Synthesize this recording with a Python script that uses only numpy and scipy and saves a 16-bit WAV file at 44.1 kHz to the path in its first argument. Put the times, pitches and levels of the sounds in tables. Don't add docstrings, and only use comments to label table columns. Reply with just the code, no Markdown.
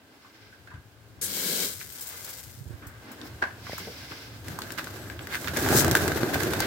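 import sys
import numpy as np
from scipy import signal
from scipy.fft import rfft, irfft, next_fast_len
from scipy.io import wavfile
from scipy.ndimage import uniform_filter1d

SR = 44100
rng = np.random.default_rng(int(sys.argv[2]) if len(sys.argv) > 2 else 0)


def persist_wave(psi):
    counts = np.round(np.clip(psi, -1, 1) * 32767).astype(np.int16)
    wavfile.write(sys.argv[1], SR, np.atleast_2d(counts).T)


N = 293869
TIME = np.arange(N) / SR
KERNEL_WIDTH_HZ = 1000

# freq_hz, level_db
RUB_COLOUR = [(150, -40), (400, -9), (800, -10.5), (1150, -6), (1560, -2.5), (2000, -5.5), (2700, -9.5),
              (4500, -10.5), (8000, -29.5)]
# freq_hz, level_db
BRIGHT_COLOUR = [(1500, -38.5), (3500, -6), (7000, -1.5), (10000, -5.5), (16000, -3)]


def flock(stir_s=4.42, alarm_s=5.378, spread_s=0.35, settle_s=0.45, stir_db=-42.5, burst_db=-20.5,
          flight_db=-28):
    # freq_hz, level_db
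    air_colour = [(21, -34), (35, -7.5), (98, 1.5), (145, 0.5), (194, -5.5), (299, 0.1), (385, -1.1),
                  (437, -7.5), (615, -6.5), (1110, -16), (1310, -16.5), (1600, -16), (1980, -21),
                  (2290, -27.5), (2600, -24.5), (3380, -42), (5720, -120)]
    # freq_hz, level_db
    feather_colour = [(700, -18), (1200, 13.5), (1600, 11), (2050, 6.5), (2700, 5.5), (4000, 7.5),
                      (7000, 3.5), (10000, -1), (13000, 6), (16000, -3)]
    effort_db = (burst_db - stir_db) * ramp(alarm_s, spread_s)
    effort_db += (flight_db - burst_db) * ramp(alarm_s + spread_s, settle_s)
    lull_db = -6 * swell(5.15, 0.093)
    air_gain = undb(stir_db + effort_db)
    rustle_gain = undb(-51 + 0.76 * effort_db + lull_db)

    strokes = wingbeats()
    swish = stroke_envelope(strokes, swing_s=0.0065)
    pushes = ports(np.array([strokes, strokes * rng.standard_normal(N)]))
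    pulses = unit(colour(pushes, air_colour)) * undb(-6)
    rush = unit(colour(noise() * swish, air_colour)) * undb(-4)
    vanes = unit(noise() * undb(4 * rng.standard_normal(N))) * swish * undb(-1)
    quills = noise() * stroke_envelope(strokes * (rng.random(N) < .3), swing_s=0.0029) * undb(-7)
    feathers = colour(vanes + quills, feather_colour) * undb(3 * np.array([walk(25), walk(25)]))
    wings = air_gain * (pulses + rush) + rustle_gain * feathers

    flutter = noise() * stroke_envelope(wingbeats(count=4), swing_s=0.009)
    whirr = unit(resonate_twice(flutter, hz=378, width=146)) * undb(-36.5)
    airborne = ramp(alarm_s + spread_s / 2, spread_s)
    return wings * ramp(stir_s, 0.065) + whirr * airborne


def wingbeats(beat_hz=8.5, spread_db=2.5, count=30):
    strokes = np.zeros(N)
    for bird in range(count):
        tempo, near, start = rng.standard_normal(3)
        uneven, force = rng.standard_normal((2, 90))
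        bird_hz = beat_hz * np.exp(.13 * tempo)
        times = start % 1 - 1 + np.cumsum(1 + .06 * uneven) / bird_hz
        heard = (times > 0) & (times < TIME[-1])
        strokes[(times[heard] * SR).astype(int)] += undb(spread_db * (near + force) / 2)[heard]
    return strokes


def stroke_envelope(strokes, swing_s):
    age = TIME[:SR // 4] / swing_s
    power = signal.fftconvolve(strokes ** 2, age * np.exp(-age))[:N]
    return unit(np.sqrt(np.maximum(power, 0)))


def wing_claps(pop_hz=1570, scatter_octaves=.45, firm_above_db=-20, snap_s=0.00074):
    # start_s, body_db, crack_db, pan_db, fade_s
    clap_hits = [(4.4831, -31.5, -34.5, 7, 0.0067), (4.589, -49, -32.5, 6, .004),
                 (4.6194, -32.5, -36.5, 4.5, 0.012), (4.705, -27, -39, 4, 0.0063),
                 (4.7205, -37, -30.5, 4, 0.0059), (4.778, -29, -37, -3, .002),
                 (4.785, -22.5, -44, -4, 0.0037), (4.794, -23.5, -44, 10, .002),
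                 (4.843, -30.5, -32.5, 3, 0.0036), (4.871, -27, -52, 0, .004), (5.1, -26.5, -46, 1, 0.0025),
                 (5.1928, -33, -50, -4, 0.0029), (5.271, -27, -35.5, -1, 0.0034),
                 (5.3462, -21, -33, 6, 0.0023), (5.354, -19.5, -28.5, -1, 0.0025),
                 (5.4443, -24.5, -37, 0, 0.004), (5.474, -21.5, -38, -14, 0.0028),
                 (5.4816, -15.5, -31, 0, 0.0077), (5.5638, -21.5, -39, 9, 0.011),
                 (5.571, -17.5, -20.5, -4, 0.0056), (5.649, -22, -36, 0, 0.0022),
                 (5.663, -21, -38, 1, .002), (5.6878, -17.5, -22.5, 1, 0.007), (5.787, -21, -30, -6, .002),
                 (5.807, -18.5, -17, 1, 0.003), (5.846, -16, -19, -4, 0.0036), (5.881, -21, -23, 2, .0015),
                 (5.9122, -20, -15, -1, 0.0037), (5.952, -6.5, -11.5, -1, 0.0026),
                 (6.0788, -17.5, -22, -1, 0.0055), (6.1188, -20, -31, -1, 0.0051),
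                 (6.174, -25, -34, 3, .002), (6.232, -17, -39, 1, 0.002), (6.4038, -18.5, -38, -4, 0.0037),
                 (6.4331, -20.5, -24, 3, 0.0044), (6.535, -16, -25.5, 1.5, 0.0063),
                 (6.6038, -15.5, -16.5, 3.5, 0.0032)]
    out = np.zeros((2, N))
    for s, body_db, crack_db, pan_db, fade in clap_hits:
        glancing = min(undb(firm_above_db - body_db), 1)
        hz = pop_hz * 2 ** (scatter_octaves * rng.uniform(-1, 1) * glancing)
        firm_db = 0.23 * max(body_db - firm_above_db, 0)
        pop = puff(hz, width=920) * undb(firm_db - 3)
        rub = crest(colour(burst(fade), RUB_COLOUR)) * undb(-5)
        quills = burst(fade) + undb(6) * burst(snap_s)
        crack = crest(colour(quills, BRIGHT_COLOUR)) * undb(crack_db + 5)
        add(out, s, (undb(body_db) * (pop + rub) + crack) * pan(pan_db))
    return out


def wing_whumps(churn_db=-11, churn_s=0.0073, pan_scatter_db=2):
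    # start_s, level_db, pitch_hz
    downstrokes = [(5.569, -24, 564), (5.58, -24, 348), (5.663, -25, 850), (5.676, -22, 775),
                   (5.712, -17, 384), (5.727, -17, 700), (5.745, -25, 845), (5.751, -18, 348),
                   (5.844, -20, 356), (5.854, -21, 420), (5.8823, -18, 650), (5.911, -19, 370),
                   (5.9535, -18, 750), (6.034, -27, 330), (6.158, -22, 382), (6.2316, -15.5, 347),
                   (6.356, -18, 665), (6.423, -20.5, 397), (6.458, -25, 380), (6.51, -28, 370),
                   (6.5345, -29, 750), (6.6057, -20, 740)]
    out = np.zeros((2, N))
    for s, db, hz in downstrokes:
        churn = crest(resonate(burst(churn_s), hz, width=hz))
        whump = puff(hz, width=hz / 2) + undb(churn_db) * churn
        add(out, s, whump * undb(db) * pan(pan_scatter_db * rng.standard_normal()))
    return out


def wing_sweeps(roughness_db=3):
    # middle_s, level_db, half_length_s, treble_db, pan_db
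    passes = [(4.789, -34, 0.0082, -5, -5.5), (5.339, -35, 0.021, -5.5, -3), (5.42, -55.5, 0.044, 12.5, -4),
              (5.613, -43.5, 0.037, 9.5, -2), (5.728, -45, 0.028, 14, 0), (5.785, -37, 0.022, 19, 3.5),
              (5.967, -35, 0.0088, 7, -5), (6.031, -40, 0.035, 4, -6), (6.343, -30.5, 0.0079, -1, 1),
              (6.404, -44, 0.0053, 9.5, 0), (6.633, -31, 0.016, -15, -3)]
    rasp = noise() * undb(roughness_db * np.repeat(rng.standard_normal(N // 32 + 1), 32)[:N])
    body = unit(colour(rasp, RUB_COLOUR))
    hiss = unit(colour(rasp, BRIGHT_COLOUR))
    return sum(undb(db) * swell(s, half) * (body + undb(treble_db) * hiss) * pan(pan_db)
               for s, db, half, treble_db, pan_db in passes)


def thumps(shove_db=22):
    # start_s, level_db, fade_s, upper_edge_hz
    bass_hits = [(2.707, -38, .008, 376), (3.696, -23.5, 0.0039, 1000), (3.732, -22, 0.003, 610),
                 (3.803, -31.5, .04, 400), (3.868, -33, .015, 198), (4.11, -34, .02, 420),
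                 (4.485, -28.5, 0.1, 292), (5.491, -24.5, .025, 170), (5.568, -22.5, 0.02, 253),
                 (5.748, -14.5, 0.02, 320), (5.866, -17.5, 0.02, 220), (5.882, -13, 0.0053, 400),
                 (5.918, -16, 0.0088, 170), (6.02, -18.5, 0.011, 170), (6.23, -16.5, 0.0065, 300)]
    out = np.zeros((2, N))
    for s, db, fade, edge_hz in bass_hits:
        push = burst(fade) + undb(shove_db) * signal.unit_impulse(8192)
        thud = colour(push, [(80, -5), (130, 0), (edge_hz, -1)])
        add(out, s, crest(thud) * undb(db))
    return out


def grain_scoop(build_db=7, plunge_s=0.074, loose_hits_per_s=2200, packed_hits_per_s=13000):
    # start_s, level_db, swell_s, hold_s, release_s
    pours = [(1.212, -30, 0.27, 0.16, 0.081), (1.792, -44, 0.2, 0.37, 0.18)]
    # freq_hz, level_db
    grain_colour = [(530, -37), (900, -6.5), (1500, -4), (2400, -4.5), (2750, -4.5), (3200, -3), (4200, -1),
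                    (7500, 0), (10100, -2.5), (12600, 1.5), (16000, 0.5)]
    kernel_pitches = [5150, 7100, 8300, 11800]
    # pitch_hz, width_hz, level_db
    cup_modes = [(1660, 100, -13), (2255, 49, 4.5), (3200, 160, 0.5), (3960, 790, -2)]
    # freq_hz, level_db
    plunge_colour = [(1700, -10), (2700, -25), (3500, -16), (4600, -10), (7500, -0.5), (10000, -1),
                     (16000, -6.5)]
    # freq_hz, level_db
    cup_colour = [(70, -44), (170, 7.5), (300, 0), (450, 5), (650, -6), (1000, -18), (1600, -40)]
    flow = np.zeros(N)
    for s, db, rise, hold, release in pours:
        build = undb(db - build_db * (1 - ramp(s, rise)))
        tail = np.exp(-np.maximum(TIME - s - rise - hold, 0) / release)
        flow += ramp(s, 0.0042) * build * tail
    touch_s, full_db = pours[0][:2]
    packed = np.minimum(flow / undb(full_db), 1)
    rate = loose_hits_per_s + packed_hits_per_s * packed
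    hits = ports(rng.standard_normal((2, N)) * (rng.random(N) < rate / SR) / np.sqrt(rate))
    kernels = unit(colour(hits, grain_colour)) * undb(-1.4 * (1 - packed) * walk(110))
    rattle = sum(resonate(kernels, hz, KERNEL_WIDTH_HZ) * undb(3 * walk(45.2)) for hz in kernel_pitches)
    grain = kernels + undb(3) * packed * ring(kernels, cup_modes) + undb(-10) * rattle
    digging = 1 - ramp(touch_s + plunge_s / 2, plunge_s / 2)
    plunge = unit(colour(noise(), plunge_colour)) * undb(7) * digging
    hollow = unit(colour(noise(), cup_colour)) * undb(-39) * packed ** 1.59
    return flow * (grain + plunge) * pan(5) + hollow * pan(3.5)


def kernel_drops(fade_s=0.014, rattle_hz=8200):
    # start_s, level_db
    landings = [(1.923, -33), (1.948, -37), (2.009, -25.5), (2.023, -28), (2.072, -27.5), (2.088, -31),
                (2.122, -41), (2.245, -31), (2.291, -29.5), (2.386, -37), (2.868, -36.5), (3.116, -36),
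                (3.779, -28.5)]
    out = np.zeros((2, N))
    for s, db in landings:
        flick = colour(burst(fade_s), [(5300, -18), (10600, -16.5), (16000, -8)])
        rattle = resonate(flick, rattle_hz * rng.uniform(.85, 1.2), KERNEL_WIDTH_HZ)
        add(out, s, crest(flick + undb(1) * rattle) * undb(db) * pan(4.5))
    return out


def cup_taps(contact_s=0.00077):
    # start_s, level_db
    contacts = [(1.8085, -33), (1.8138, -27.5)]
    # pitch_hz, width_hz, level_db
    tap_modes = [(1670, 350, -8), (2220, 570, 9), (4400, 530, -19)]
    out = np.zeros((2, N))
    for s, db in contacts:
        add(out, s, crest(ring(burst(contact_s), tap_modes)) * undb(db))
    return out


def light_knocks():
    # start_s, level_db, fade_s
    touches = [(0.526, -46.5, 0.022), (.673, -40, 0.0084), (.703, -45.5, .03), (0.737, -46, 0.031)]
    # pitch_hz, width_hz, level_db
    thin_modes = [(1560, 210, 4), (2540, 440, -16)]
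    out = np.zeros((2, N))
    for s, db, fade in touches:
        add(out, s, crest(ring(burst(fade), thin_modes)) * undb(db))
    return out


def door_knock(contact_s=0.0032, ring_s=0.048, ring_db=-20):
    # start_s, level_db
    impacts = [(3.419, -29), (3.4237, -14.5), (3.4292, -18.5), (3.437, -21.5), (3.507, -37)]
    # pitch_hz, width_hz, level_db
    door_modes = [(400, 100, -2.5), (756, 100, -0.5), (1010, 390, 2), (1520, 160, 6.5), (1720, 90, -20),
                  (2220, 220, -16), (4400, 1600, -16)]
    out = np.zeros((2, N))
    for s, db in impacts:
        contact = burst(contact_s) + undb(ring_db) * burst(ring_s)
        blow = colour(contact, [(150, 6), (2000, -1), (5000, -8), (12000, -25)])
        add(out, s, crest(ring(blow, door_modes)) * undb(db))
    return out


def footsteps(rise_s=0.007, sole_db=-9, sole_s=0.024):
    # start_s, level_db, pitch_hz, pan_db
    footfalls = [(0.738, -33, 100, 3), (0.772, -38, 80, 2), (2.573, -41.5, 110.6, -12),
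                 (2.604, -41.5, 126, -21), (2.656, -34.5, 79, -11), (2.697, -37.5, 108, -19),
                 (2.731, -39.5, 84, -18), (2.863, -43, 95.5, -16)]
    out = np.zeros((2, N))
    age = TIME[:8192]
    for s, db, hz, pan_db in footfalls:
        boom = age / rise_s * np.exp(1 - age / rise_s) * np.sin(2 * np.pi * hz * age)
        pat = crest(colour(burst(sole_s), [(120, 4), (260, -2), (500, -20)]))
        add(out, s, (boom + undb(sole_db) * pat) * undb(db) * pan(pan_db))
    return out


def scuffs(skirt_db=-16):
    # start_s, level_db, centre_hz, fade_s
    scrapes = [(.247, -44.5, 1110, 0.017), (0.713, -43, 990, 0.037), (2.822, -42.5, 1390, 0.15),
               (3.2145, -30.5, 3550, 0.0032), (3.668, -29.5, 1190, 0.0054), (3.72, -31, 2040, 0.007),
               (3.781, -29, 1170, 0.004), (3.872, -31.5, 450, 0.016), (4.114, -33.5, 2600, .003),
               (4.118, -31, 1030, 0.0037), (4.588, -23.5, 1000, 0.0026), (4.6193, -25.5, 3900, 0.0018),
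               (5.1915, -30, 2880, 0.0034)]
    out = np.zeros((2, N))
    for s, db, hz, fade in scrapes:
        rub = colour(burst(fade), [(hz / 2, skirt_db), (hz, 0), (hz * 2, skirt_db)])
        add(out, s, crest(rub) * undb(db))
    return out


def clothes(flutter_db=2.6, pivot_hz=2500):
    # middle_s, level_db, half_length_s, tilt_db_per_octave
    movements = [(0.39, -58, 0.16, -4), (1.146, -72, 0.063, -2), (2.198, -49.5, 0.18, -6.5),
                 (3.09, -51, 0.044, -6), (3.261, -51.5, 0.027, 3.5), (3.732, -43, 0.071, -1.5),
                 (3.87, -43.5, 0.12, -0.5), (4.164, -45.5, 0.11, -1.5)]
    # freq_hz, level_db
    cloth_colour = [(500, -11.5), (1000, -6), (1650, -1.5), (1880, -5), (2100, 2), (2700, -1.5), (3700, 0),
                    (4400, 1), (5300, 3.5), (6300, -6), (9200, -13), (16000, -8)]
    out = np.zeros((2, N))
    for s, db, half, tilt in movements:
        tilted = [(hz, band_db + tilt * np.log2(hz / pivot_hz)) for hz, band_db in cloth_colour]
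        out += unit(colour(noise(), tilted)) * undb(db) * swell(s, half)
    return out * undb(flutter_db * walk(40))


def handling():
    # middle_s, level_db, half_length_s, pitch_hz, pan_db
    shifts = [(1.179, -60.5, 0.09, 275, -9), (2.732, -53.5, 0.029, 286, -10),
              (2.837, -50.5, 0.026, 255, -1), (3.102, -46, 0.039, 273, -1), (3.238, -43.5, 0.047, 307, 1.5)]
    # pitch_ratio, level_db
    mutter_shape = [(0.55, -10.5), (1, 0.5), (1.5, -14.5), (3, -17), (6, -20)]
    out = np.zeros((2, N))
    for s, db, half, hz, pan_db in shifts:
        mutter = colour(noise(), [(hz * ratio, band_db) for ratio, band_db in mutter_shape])
        out += unit(mutter) * undb(db) * swell(s, half) * pan(pan_db)
    return out


def pings():
    # middle_s, level_db, half_length_s
    glints = [(4.987, -56, 0.006), (5.024, -52, 0.0087), (5.09, -49, .005), (5.23, -47.5, .007)]
    # pitch_hz, width_hz, level_db
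    ping_bands = [(7880, 160, 0), (12700, 180, -2)]
    tone = unit(ring(ring(noise(), ping_bands), ping_bands))
    return tone * sum(undb(db) * swell(s, half) for s, db, half in glints)


def ambience(doorway_s=2.5, crossing_s=0.75):
    # freq_hz, level_db
    rumble_colour = [(25, -19), (40, -21), (65, -5.5), (107, 0), (150, -12), (250, -24)]
    # freq_hz, level_db
    murmur_colour = [(120, -12), (280, 3), (400, -2.5), (600, -5), (1100, -10.5), (1600, -12),
                     (2000, -15.5), (2800, -15), (5200, -20.5), (8000, -47)]
    outdoors = ramp(doorway_s, crossing_s)
    rumble_db = -56 + 8 * outdoors
    rumble_db -= 13 * (1 - ramp(0, 0.56))
    rumble_db -= 5 * swell(3.18, 0.24)
    rumble = unit(colour(noise(), rumble_colour)) * undb(rumble_db + 3 * walk(6.9))
    rumble *= pan(7) ** (1 - outdoors)
    murmur = unit(colour(noise(), murmur_colour)) * undb(-57.5 + 8 * outdoors + .8 * walk(14))
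    hiss = unit(colour(noise(), BRIGHT_COLOUR)) * undb(-65.5 + 8.5 * outdoors + walk(25.7))
    return rumble + murmur + hiss


def wall_echoes(x, wet_db=-13, t60_s=0.17, slap_s=.018, slap_db=-13):
    age = TIME[:SR // 2]
    scatter = noise(len(age)) * undb(-60 * age / t60_s) * (age > .004)
    tail = colour(scatter, [(100, 9), (1800, 0.5), (6000, -3.5), (16000, -15)])
    response = undb(wet_db) * tail / np.sqrt(np.sum(tail ** 2) / 2)
    response[:, int(slap_s * SR)] += undb(slap_db)
    return x + signal.fftconvolve(x, response, axes=1)[:, :N]


def puff(hz, width):
    x = resonate_twice(signal.unit_impulse(8192), hz, width)
    return x / np.abs(x).max()


def burst(fade_s):
    return noise(8192) * np.exp(-TIME[:8192] / fade_s)


def noise(size=N):
    return unit(ports(rng.standard_normal((2, size))))


def ports(mid_side, apart_hz=1300, bass_side_db=-14):
    mid, side = mid_side
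    hz = np.fft.rfftfreq(len(side), 1 / SR)
    share = np.minimum(undb(bass_side_db) + hz ** 2 / (hz ** 2 + apart_hz ** 2), 1)
    side = irfft(rfft(side) * share, len(side))
    return np.array([mid + side, mid - side])


def colour(x, points):
    size = next_fast_len(x.shape[-1] + 4096, True)
    size += size % 2
    octave = np.log2(np.maximum(np.fft.rfftfreq(size, 1 / SR), 1))
    hz, db = np.transpose(points)
    beyond = np.abs(octave - np.clip(octave, np.log2(hz[0]), np.log2(hz[-1])))
    curve_db = np.interp(octave, np.log2(hz), db) - 20 * np.minimum(beyond, 2)
    cepstrum = irfft(np.log(undb(curve_db)))
    cepstrum[1:size // 2] *= 2
    cepstrum[size // 2 + 1:] = 0
    return irfft(rfft(x, size) * np.exp(rfft(cepstrum)))[..., :x.shape[-1]]


def resonate(x, hz, width):
    return signal.lfilter(*signal.iirpeak(hz, hz / width, fs=SR), x)


def resonate_twice(x, hz, width):
    return resonate(resonate(x, hz, width), hz, width)


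def ring(x, modes):
    return sum(undb(db) * resonate(x, hz, width) for hz, width, db in modes)


def ramp(start_s, length_s):
    return np.clip((TIME - start_s) / length_s, 0, 1)


def swell(middle_s, half_s):
    return np.exp(-((TIME - middle_s) / half_s) ** 2 / 2)


def walk(rate_hz):
    knots = rng.standard_normal(1024)
    return np.interp(TIME * rate_hz, np.arange(len(knots)), knots)


def pan(db):
    return undb(np.array([[db], [-db]]) / 2)


def undb(db):
    return 10 ** (np.asarray(db) / 20)


def unit(x):
    return x / np.sqrt(np.mean(x ** 2) + 1e-18)


def crest(x):
    power = uniform_filter1d(np.mean(x ** 2, axis=0), 128)
    return x / (2 * np.sqrt(power.max()))


def add(out, s, x):
    i = int(np.clip(s * SR, 0, N - 1))
    out[:, i:i + x.shape[1]] += x[:, :N - i]


def scene():
    sharp = wing_claps() + scuffs() + cup_taps() + light_knocks() + kernel_drops() + door_knock()
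    echoing = wall_echoes(sharp + wing_sweeps() + pings())
    birds = flock() + wing_whumps()
    close = grain_scoop() + clothes() + handling() + footsteps() + thumps()
    return echoing + birds + close + ambience()


def record(dry, low_cut_hz=56, high_cut_hz=15850, ceiling=0.85):
    # pitch_hz, width_hz, level_db
    port_modes = [(367, 14, -15), (1581, 137, 1.5), (2046, 34, 2.5), (8200, 20, 1)]
    low_cut = signal.butter(4, low_cut_hz, "high", fs=SR, output="sos")
    high_cut = signal.ellip(10, .2, 70, high_cut_hz, fs=SR, output="sos")
    heard = signal.sosfilt(low_cut, dry + ring(dry, port_modes))
    rounded = ceiling * np.tanh(heard / ceiling)
    return signal.sosfilt(high_cut, rounded)


dry = scene()
out = record(dry)
persist_wave(out)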